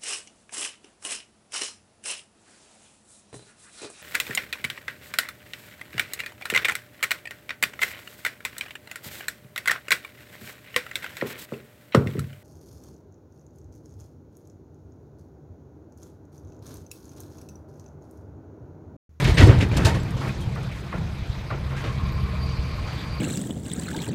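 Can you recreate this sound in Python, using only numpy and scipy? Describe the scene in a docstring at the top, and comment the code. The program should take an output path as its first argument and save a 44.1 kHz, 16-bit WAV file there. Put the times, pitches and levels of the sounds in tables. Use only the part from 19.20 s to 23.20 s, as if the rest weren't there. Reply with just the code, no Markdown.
"""On a wide, open site of broken rock, heavy diesel dump trucks rumble.
Their periodic firing makes two low drones and modulates the noise of exhaust and machinery.
Close by, impacts set loose stones ringing: they crunch and clatter with a few deep thuds.
Later, duller knocks come from further off. Past the middle one engine takes load:
its drone firms up, and a gear whine and a turbo hiss come in."""
import sys
import numpy as np
from scipy import signal
from scipy.io import wavfile

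SR = 44100
rng = np.random.default_rng(int(sys.argv[2]) if len(sys.argv) > 2 else 0)


def put_to_file(sound):
    """Save the sound as 16-bit audio at rate SR, in the file named by the first command-line argument."""
    columns = np.atleast_2d(sound).T  # one column per channel
    safe = np.clip(columns, -1, 1)
    whole_steps = np.round(safe * 32767)
    wavfile.write(sys.argv[1], SR, whole_steps.astype(np.int16))


N = 176400
TIME = np.arange(N) / SR

# envelopes of deep rumble, exhaust and mechanical clatter (time [s], level [dB])
DEEP_LEVEL = [(0, -21), (.12, -25), (.16, -42), (.21, -14.5), (.3, -26), (.36, -38), (.8, -50), (1.7, -50),
              (1.8, -39), (2.4, -39), (2.7, -35), (3.3, -32.5), (3.42, -41), (3.6, -29.5), (3.75, -43),
              (4, -42)]
EXHAUST_LEVEL = [(0, -20.5), (.45, -20.5), (.75, -24), (1.0, -29), (1.48, -29), (1.56, -35), (1.7, -36.5),
                 (1.76, -27), (2.05, -36.5), (2.3, -33.5), (2.5, -29), (2.6, -36), (2.68, -44),
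                 (2.77, -29.5), (3.0, -31), (3.45, -32), (3.7, -34), (4, -30)]
CLATTER_LEVEL = [(0, -29), (.48, -41), (.75, -44.5), (.9, -40.5), (1.2, -42.5), (1.62, -42), (2.0, -42),
                 (2.45, -42), (2.7, -41), (3.1, -41), (3.55, -41), (3.8, -37.5), (4, -42)]
# their spectra (frequency [Hz], relative spectral density [dB])
DEEP_SPECTRUM = [(26, -34), (32, -21), (39, 0), (52, -9.5), (75, -5)]
EXHAUST_SPECTRUM = [(22, -33), (38, -17), (60, 2), (85, -3), (115, 0.5), (150, -2.5), (180, -6), (225, -27),
                    (290, -23), (400, -38), (800, -30.5)]
CLATTER_SPECTRUM = [(180, 1), (240, -6), (300, 3), (480, -2), (620, -6), (800, -5), (1150, -7), (1600, -8),
                    (1900, -8.5), (2350, -7), (2850, -13), (3700, -11.5), (4400, -15.5), (5600, -21.5),
                    (8500, -30.5), (15000, -35)]
# drones of the two trucks (time [s], firing rate [Hz], level [dB])
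PULLING_DRONE = [(0, 67.6, -59), (1.6, 69.02, -47), (2.3, 69.7, -37.5), (2.85, 71.02, -35),
                 (3.3, 70.63, -28), (3.55, 73.1, -40.5), (4, 71.4, -38.5)]
IDLING_DRONE = [(0, 66.1, -22), (1.0, 64.82, -32), (1.5, 67.66, -37), (2.1, 67.5, -40), (2.5, 66.2, -30),
                (2.9, 65.53, -30.5), (3.3, 65.96, -29.5), (4, 65.4, -48)]
# their engine orders (frequency [multiple of firing rate], relative level [dB])
PULLING_PARTIALS = [(1, 0.5), (1.5, -18), (2.5, -13.5), (4, -23.5)]
IDLING_PARTIALS = [(1, -23.5), (2, -4), (3, -15), (7, -22)]
# effect of load on the pulling truck (time [s], whine gain [dB], turbo gain [dB])
LOAD_GAINS = [(0, -43, -7), (2.42, -11, -19), (2.7, -0.5, -8.5), (3.0, -2, -3), (3.17, 0, -3),
              (3.23, -3.5, 5), (3.45, 0, -1.5), (3.6, -4, 0), (3.85, -5, 1.5), (4, -1, 3)]
# gear and turbo tones (frequency [Hz], level before load gain [dB], waver [Hz])
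GEAR_TONE, TURBO_TONE = (1066, -49, 13.9), (4700, -60.5, 45)
# noise bands that go with them (frequency [Hz], bandwidth [Hz], level before load gain [dB])
GEAR_BANDS = [(1120, 350, -47.5), (2340, 360, -51.5), (620, 76, -53.5)]
TURBO_BANDS = [(4380, 800, -55), (4696, 140, -57.5)]
# distant blows (time [s], level [dB])
KNOCK_BLOWS = [(1.356, -36), (1.723, -31.5), (2.302, -30.5), (2.509, -37)]
# their resonances (frequency [Hz], bandwidth [Hz], relative level [dB], delay [s], decay [s])
KNOCK_MODES = [(342, 590, -1.5, 0.0163, 0.047), (680, 360, -6.5, 0.0023, 0.018),
               (1140, 220, -3, 0.0045, 0.012), (1384, 87, -7, 0, 0.052), (1810, 1100, -6.5, 0.0014, 0.026)]
# heavy blows (time [s], frequency [Hz], peak level [dB], rise [s], decay [s])
THUD_BLOWS = [(0.088, 73, -12, 0.0054, 0.014), (0.196, 90, -4, 0.0067, .018),
              (0.231, 98, -1.5, 0.0045, 0.022), (0.281, 102.3, 0.5, 0.0211, 0.004),
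              (.325, 128.5, -14, 0.0066, 0.049), (0.381, 101, -7.5, .006, 0.0075),
              (0.566, 118, -15, 0.0077, .02), (0.646, 115, -6, 0.01, 0.012),
              (1.27, 88, -13.5, 0.005, 0.004), (1.802, 157, -26.5, 0.018, 0.043),
              (2.018, 70, -21, 0.0067, 0.0056), (2.092, 84.4, -16.5, 0.0088, 0.0043),
              (2.665, 136, -20, 0.012, 0.028), (2.83, 75, -17, 0.0067, .01),
              (2.941, 91, -17.5, .008, 0.0084), (3.031, 80, -13, 0.0068, 0.0089),
              (3.384, 63, -16.5, .008, .015)]
# snaps of grit (time [s], level [dB])
GRIT_TICKS = [(0.043, -34), (.078, -43), (.143, -39), (.183, -33), (.207, -34), (0.235, -39), (0.273, -37),
              (.345, -52), (0.388, -40), (0.408, -40), (.486, -48), (.634, -47), (0.832, -44.5),
              (0.906, -44), (1.289, -65), (1.353, -47), (1.43, -48), (1.562, -52), (1.783, -53)]
# single ringing stones (time [s], frequency [Hz], peak level [dB], time to fall 60 dB [s])
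STONE_MODES = [(0.147, 8457, -41, 0.13), (.214, 271, -8, 0.11), (.27, 395.4, -16, 0.18),
               (.27, 470, -22, 0.23), (0.21, 1893, -18, 0.075), (.212, 1370, -22, 0.085),
               (.205, 2680, -28, 0.12), (0.511, 2370, -31, 0.031), (.664, 915, -21, 0.19),
               (.664, 668, -24, 0.12), (0.667, 1745, -26, 0.084), (.797, 7640, -45.5, 0.078),
               (1.09, 2510, -32.5, 0.054), (1.215, 3200, -42, 0.18), (2.565, 1610, -36, 0.14),
               (2.917, 13200, -52, 0.082)]
# points of the crunch spectrum (frequency [Hz])
SHIFT_BANDS_HZ = [350, 950, 2100, 4300, 10000]
# shifts of loose stone (time [s], rise [s], hold [s], decay [s],
# then, at each of SHIFT_BANDS_HZ, octave level before the treble roll-off [dB])
STONE_SHIFTS = [ (0.0, 0.0013, 0.01, 0.041, -43, -40.5, -29.5, -47, -42.5),
                (0.043, 0.0025, 0.0069, 0.029, -42, -34.5, -26, -31.5, -48),
                (0.073, 0.0032, 0.025, 0.019, -25.5, -45, -29.5, -37.5, -44),
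                (0.167, 0.014, 0.012, 0.035, -27, -31.5, -19, -26, -42),
                (0.2, 0.0033, 0.031, 0.055, -17.5, -27.5, -32, -33, -41.5),
                (0.268, 0.017, 0.0089, 0.07, -20.5, -32, -28, -38.5, -55),
                (0.395, .02, 0.014, 0.016, -23, -42.5, -25, -36.5, -46),
                (.514, .001, 0.058, 0.026, -30, -46, -36.5, -45, -56),
                (0.566, 0.0034, 0.0063, 0.0078, -34, -32.5, -31, -33, -34),
                (0.575, 0.0073, 0.052, 0.12, -26.5, -35.5, -34.5, -45.5, -52),
                (0.647, 0.0037, 0.0069, 0.025, -44, -34, -28, -24.5, -31),
                (0.662, 0.0033, 0.0073, 0.044, -41, -28.5, -32, -41, -52),
                (0.741, 0.004, 0.01, 0.026, -37, -41, -36, -44, -48),
                (0.963, 0.0046, 0.02, 0.24, -38.5, -45, -53, -45, -60.5),
                (1.004, 0.0087, 0.062, .03, -41, -37.5, -42, -70, -53),
                (1.073, 0.0054, .014, 0.014, -56, -56, -36, -61, -51),
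                (1.204, 0.003, 0.013, 0.018, -41, -80, -65, -56, -49.5),
                (1.512, 0.0035, 0.0082, .015, -50, -73, -38, -58, -57),
                (2.56, 0.0069, 0.053, .014, -57, -49, -42, -49.5, -57),
                (2.638, 0.0022, 0.036, 0.035, -38.5, -43.5, -40, -45, -65),
                (3.67, 0.007, 0.023, 0.042, -67, -46.5, -44, -52, -63)]


def from_db(db):
    """Amplitude ratio of a level in decibels."""
    return 10 ** (np.asarray(db) / 20)


def rms_one(x):
    """Normalisation to unit rms."""
    return x / np.sqrt(np.mean(x ** 2) + 1e-20)


def in_time(rows):
    """Linear interpolation of each column of a curve to every sample."""
    times, *columns = np.transpose(rows)
    return [np.interp(TIME, times, column) for column in columns]


def drift(rate_hz):
    """Low-pass filtered noise gives a slow random fluctuation of unit rms."""
    hop, settle = 40, 2000
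    pole = np.exp(-2 * np.pi * hop * rate_hz / SR)
    white = rng.standard_normal(N // hop + settle + 2)
    slow = signal.lfilter([1], [1, -2 * pole, pole * pole], white)[settle:]
    return np.interp(np.arange(N) / hop, np.arange(len(slow)), rms_one(slow))


def resonate(x, hz, width):
    """A damped two-pole resonator with unit gain at its peak."""
    r = np.exp(-np.pi * width / SR)
    feedback = [1, -2 * r * np.cos(2 * np.pi * hz / SR), r * r]
    return signal.lfilter(np.array([1, 0, -1]) * (1 - r * r) / 2, feedback, x + 1e-18)


def narrow_noise(hz, width):
    """Two resonators in cascade select a narrow band of noise; unit rms."""
    return rms_one(resonate(resonate(rng.standard_normal(N), hz, width), hz, width))


def band_pass(x, low, high):
    """A maximally flat filter passes the band between two frequencies."""
    return signal.sosfilt(signal.butter(2, [low, high], "band", fs=SR, output="sos"), x)


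def coloured_noise(spectrum, flicker_db, flicker_hz):
    """Independently modulated third-octave bands add up to a noise spectrum; unit rms."""
    hz, db = np.transpose(spectrum)
    edges = 20 * 2 ** np.arange(0, 9.9, 1 / 3)
    white, out = rng.standard_normal((2, N)), 0
    for k, (low, high) in enumerate(zip(edges, edges[1:])):
        level = np.interp(np.log(low * high) / 2, np.log(hz), db)
        outside_octaves = max(np.log2(hz[0] / high), np.log2(low / hz[-1]), 0)
        gain = from_db(level - 20 * outside_octaves + flicker_db * drift(flicker_hz))
        out = out + gain * band_pass(white[k % 2], low, high)
    return rms_one(out)


def swell(start, rise, hold, decay):
    """Envelope of a damped vibration: linear rise, hold, exponential decay."""
    age = TIME - start
    attack = np.clip(age / max(rise, 1e-4), 0, 1)
    return attack * np.exp(-np.maximum(age - rise - hold, 0) / max(decay, 1e-3))


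def deep_rumble():
    """Low-frequency noise is heard as buffeting, strongest under the big shift of rock."""
    noise = coloured_noise(DEEP_SPECTRUM, flicker_db=1.0, flicker_hz=3.2)
    return from_db(in_time(DEEP_LEVEL)[0]) * noise


def drone(curve, orders, speed_wobble=0.0127, wobble_db=2):
    """Periodic firing gives partials at multiples of its rate; returns sound and firing phase."""
    hz, db = in_time(curve)
    phase = 2 * np.pi * np.cumsum(hz * (1 + speed_wobble * drift(4.85))) / SR
    tone = 0
    for order, level in orders:
        gain = from_db(level + wobble_db * drift(4.3))
        tone = tone + gain * np.sin(order * phase + rng.uniform(0, 2 * np.pi))
    return np.sqrt(2) * from_db(db) * tone, phase


def trucks(exhaust_depth=0.25, clatter_depth=0.1):
    """Two diesels drone, and their firing modulates the amplitude of exhaust noise and clatter."""
    pulling, pulling_phase = drone(PULLING_DRONE, PULLING_PARTIALS)
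    idling, idling_phase = drone(IDLING_DRONE, IDLING_PARTIALS)
    exhaust = coloured_noise(EXHAUST_SPECTRUM, flicker_db=0.5, flicker_hz=24)
    exhaust *= 1 + exhaust_depth * np.cos(idling_phase)
    exhaust *= from_db(in_time(EXHAUST_LEVEL)[0])
    clatter = coloured_noise(CLATTER_SPECTRUM, flicker_db=2.27, flicker_hz=17)
    clatter *= 1 + clatter_depth * np.cos(pulling_phase / 2)  # every second firing
    clatter *= from_db(in_time(CLATTER_LEVEL)[0])
    return pulling + idling + exhaust + clatter


def whine_and_turbo(tone_flutter_db=5.0, band_flutter_db=3.5):
    """Rotating gears and turbo each radiate a wavering tone and band noise, louder under load."""
    out = 0
    parts = zip(in_time(LOAD_GAINS), (GEAR_TONE, TURBO_TONE), (GEAR_BANDS, TURBO_BANDS))
    for load_db, (tone_hz, tone_db, waver_hz), bands in parts:
        phase = 2 * np.pi * np.cumsum(tone_hz + waver_hz * drift(40.1)) / SR
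        gain = from_db(load_db + tone_db + tone_flutter_db * drift(23))
        out = out + np.sqrt(2) * gain * np.sin(phase)
        for hz, width, db in bands:
            out = out + from_db(load_db + db + band_flutter_db * drift(20)) * narrow_noise(hz, width)
    return out


def knocks(rise_s=0.0013, hold_s=0.0041, dull_hz=2700):
    """Far blows excite damped resonances; distance attenuates their high frequencies."""
    blows = 0
    for hz, width, level, delay, decay in KNOCK_MODES:
        envelope = sum(from_db(db) * swell(s + delay, rise_s, hold_s, decay) for s, db in KNOCK_BLOWS)
        blows = blows + from_db(level) * narrow_noise(hz, width) * envelope
    return signal.sosfilt(signal.butter(4, dull_hz, fs=SR, output="sos"), blows)


def thuds(hold_s=0.0026, waver=0.13):
    """Each heavy blow excites a strongly damped vibration of a few low, unsteady cycles."""
    clock = np.cumsum(1 + waver * drift(42)) / SR  # uneven time bends the pitch
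    out = 0
    for start, hz, db, rise, decay in THUD_BLOWS:
        phase = 2 * np.pi * hz * (clock - np.interp(start, TIME, clock))
        out = out + from_db(db) * swell(start, rise, hold_s, decay) * np.sin(phase)
    return out


def ticks(band_hz=(1700, 9500), decay_s=0.0063):
    """Brief contacts have broad spectra: chips of grit make tiny bright snaps."""
    snap = rms_one(band_pass(rng.standard_normal(N), *band_hz))
    return snap * sum(from_db(db) * swell(start, 0, 0, decay_s) for start, db in GRIT_TICKS)


def clinks(rise_s=0.005, waver_hz=25, reference_hz=2000):
    """A struck stone vibrates freely at its natural frequency, wavering as it rocks, and decays."""
    slip_cycles = np.cumsum(waver_hz * drift(81)) / SR  # for a stone at reference_hz
    out = 0
    for start, hz, db, t60 in STONE_MODES:
        cycles = hz * (TIME - start) + slip_cycles * np.sqrt(hz / reference_hz)
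        envelope = from_db(db) * swell(start, rise_s, 0, t60 / np.log(1000))
        out = out + envelope * np.sin(2 * np.pi * cycles)
    return out


def stones(hits_per_s=170, ring_cycles=37, size_spread_db=4, grit_share=0.55):
    """Random impacts excite the resonances of shifting stones of many sizes, over a rasp of grit."""
    small_from_hz, rolloff_from_hz, rolloff_db_per_octave = 2000, 7900, 13
    shift_power = np.array([swell(*row[:4]) ** 2 for row in STONE_SHIFTS])
    pitches = np.geomspace(230, 14700, 25)
    step, out = pitches[1] / pitches[0], 0
    for hz in pitches:
        levels = np.array([np.interp(np.log(hz), np.log(SHIFT_BANDS_HZ), row[4:])
                           for row in STONE_SHIFTS])
        levels -= rolloff_db_per_octave * max(np.log2(hz / rolloff_from_hz), 0)
        envelope = np.sqrt(from_db(levels) ** 2 @ shift_power * np.log2(step))  # shifts add in power
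        sizes = from_db(size_spread_db * np.minimum(rng.exponential(1, N), 4))
        signs = rng.choice([-1, 1], N)
        hit_rate = hits_per_s * max(hz / small_from_hz, 1) ** 2  # small stones are more numerous
        contacts = sizes * signs * (rng.random(N) < hit_rate / SR)
        width = np.log(1000) / np.pi * hz / ring_cycles  # 60 dB of decay in ring_cycles
        rings = rms_one(band_pass(resonate(contacts, hz, width), hz / step, hz * step))
        grit = rms_one(band_pass(rng.standard_normal(N), hz / step, hz * step))
        out = out + envelope * (np.sqrt(1 - grit_share) * rings + np.sqrt(grit_share) * grit)
    return out


def scene():
    """Superposition in the open air: trucks behind, stones in front, in one channel."""
    background = trucks() + deep_rumble() + whine_and_turbo()
    return (background + stones() + clinks() + ticks() + knocks() + thuds())[None]


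def record(dry, cutoff_hz=15200):
    """Peaks beyond full scale clip, and a steep low-pass filter limits the bandwidth."""
    low_pass = signal.ellip(10, .1, 80, cutoff_hz, fs=SR, output="sos")
    return signal.sosfilt(low_pass, np.clip(dry, -1, 1))


dry = scene()
out = record(dry)
put_to_file(out)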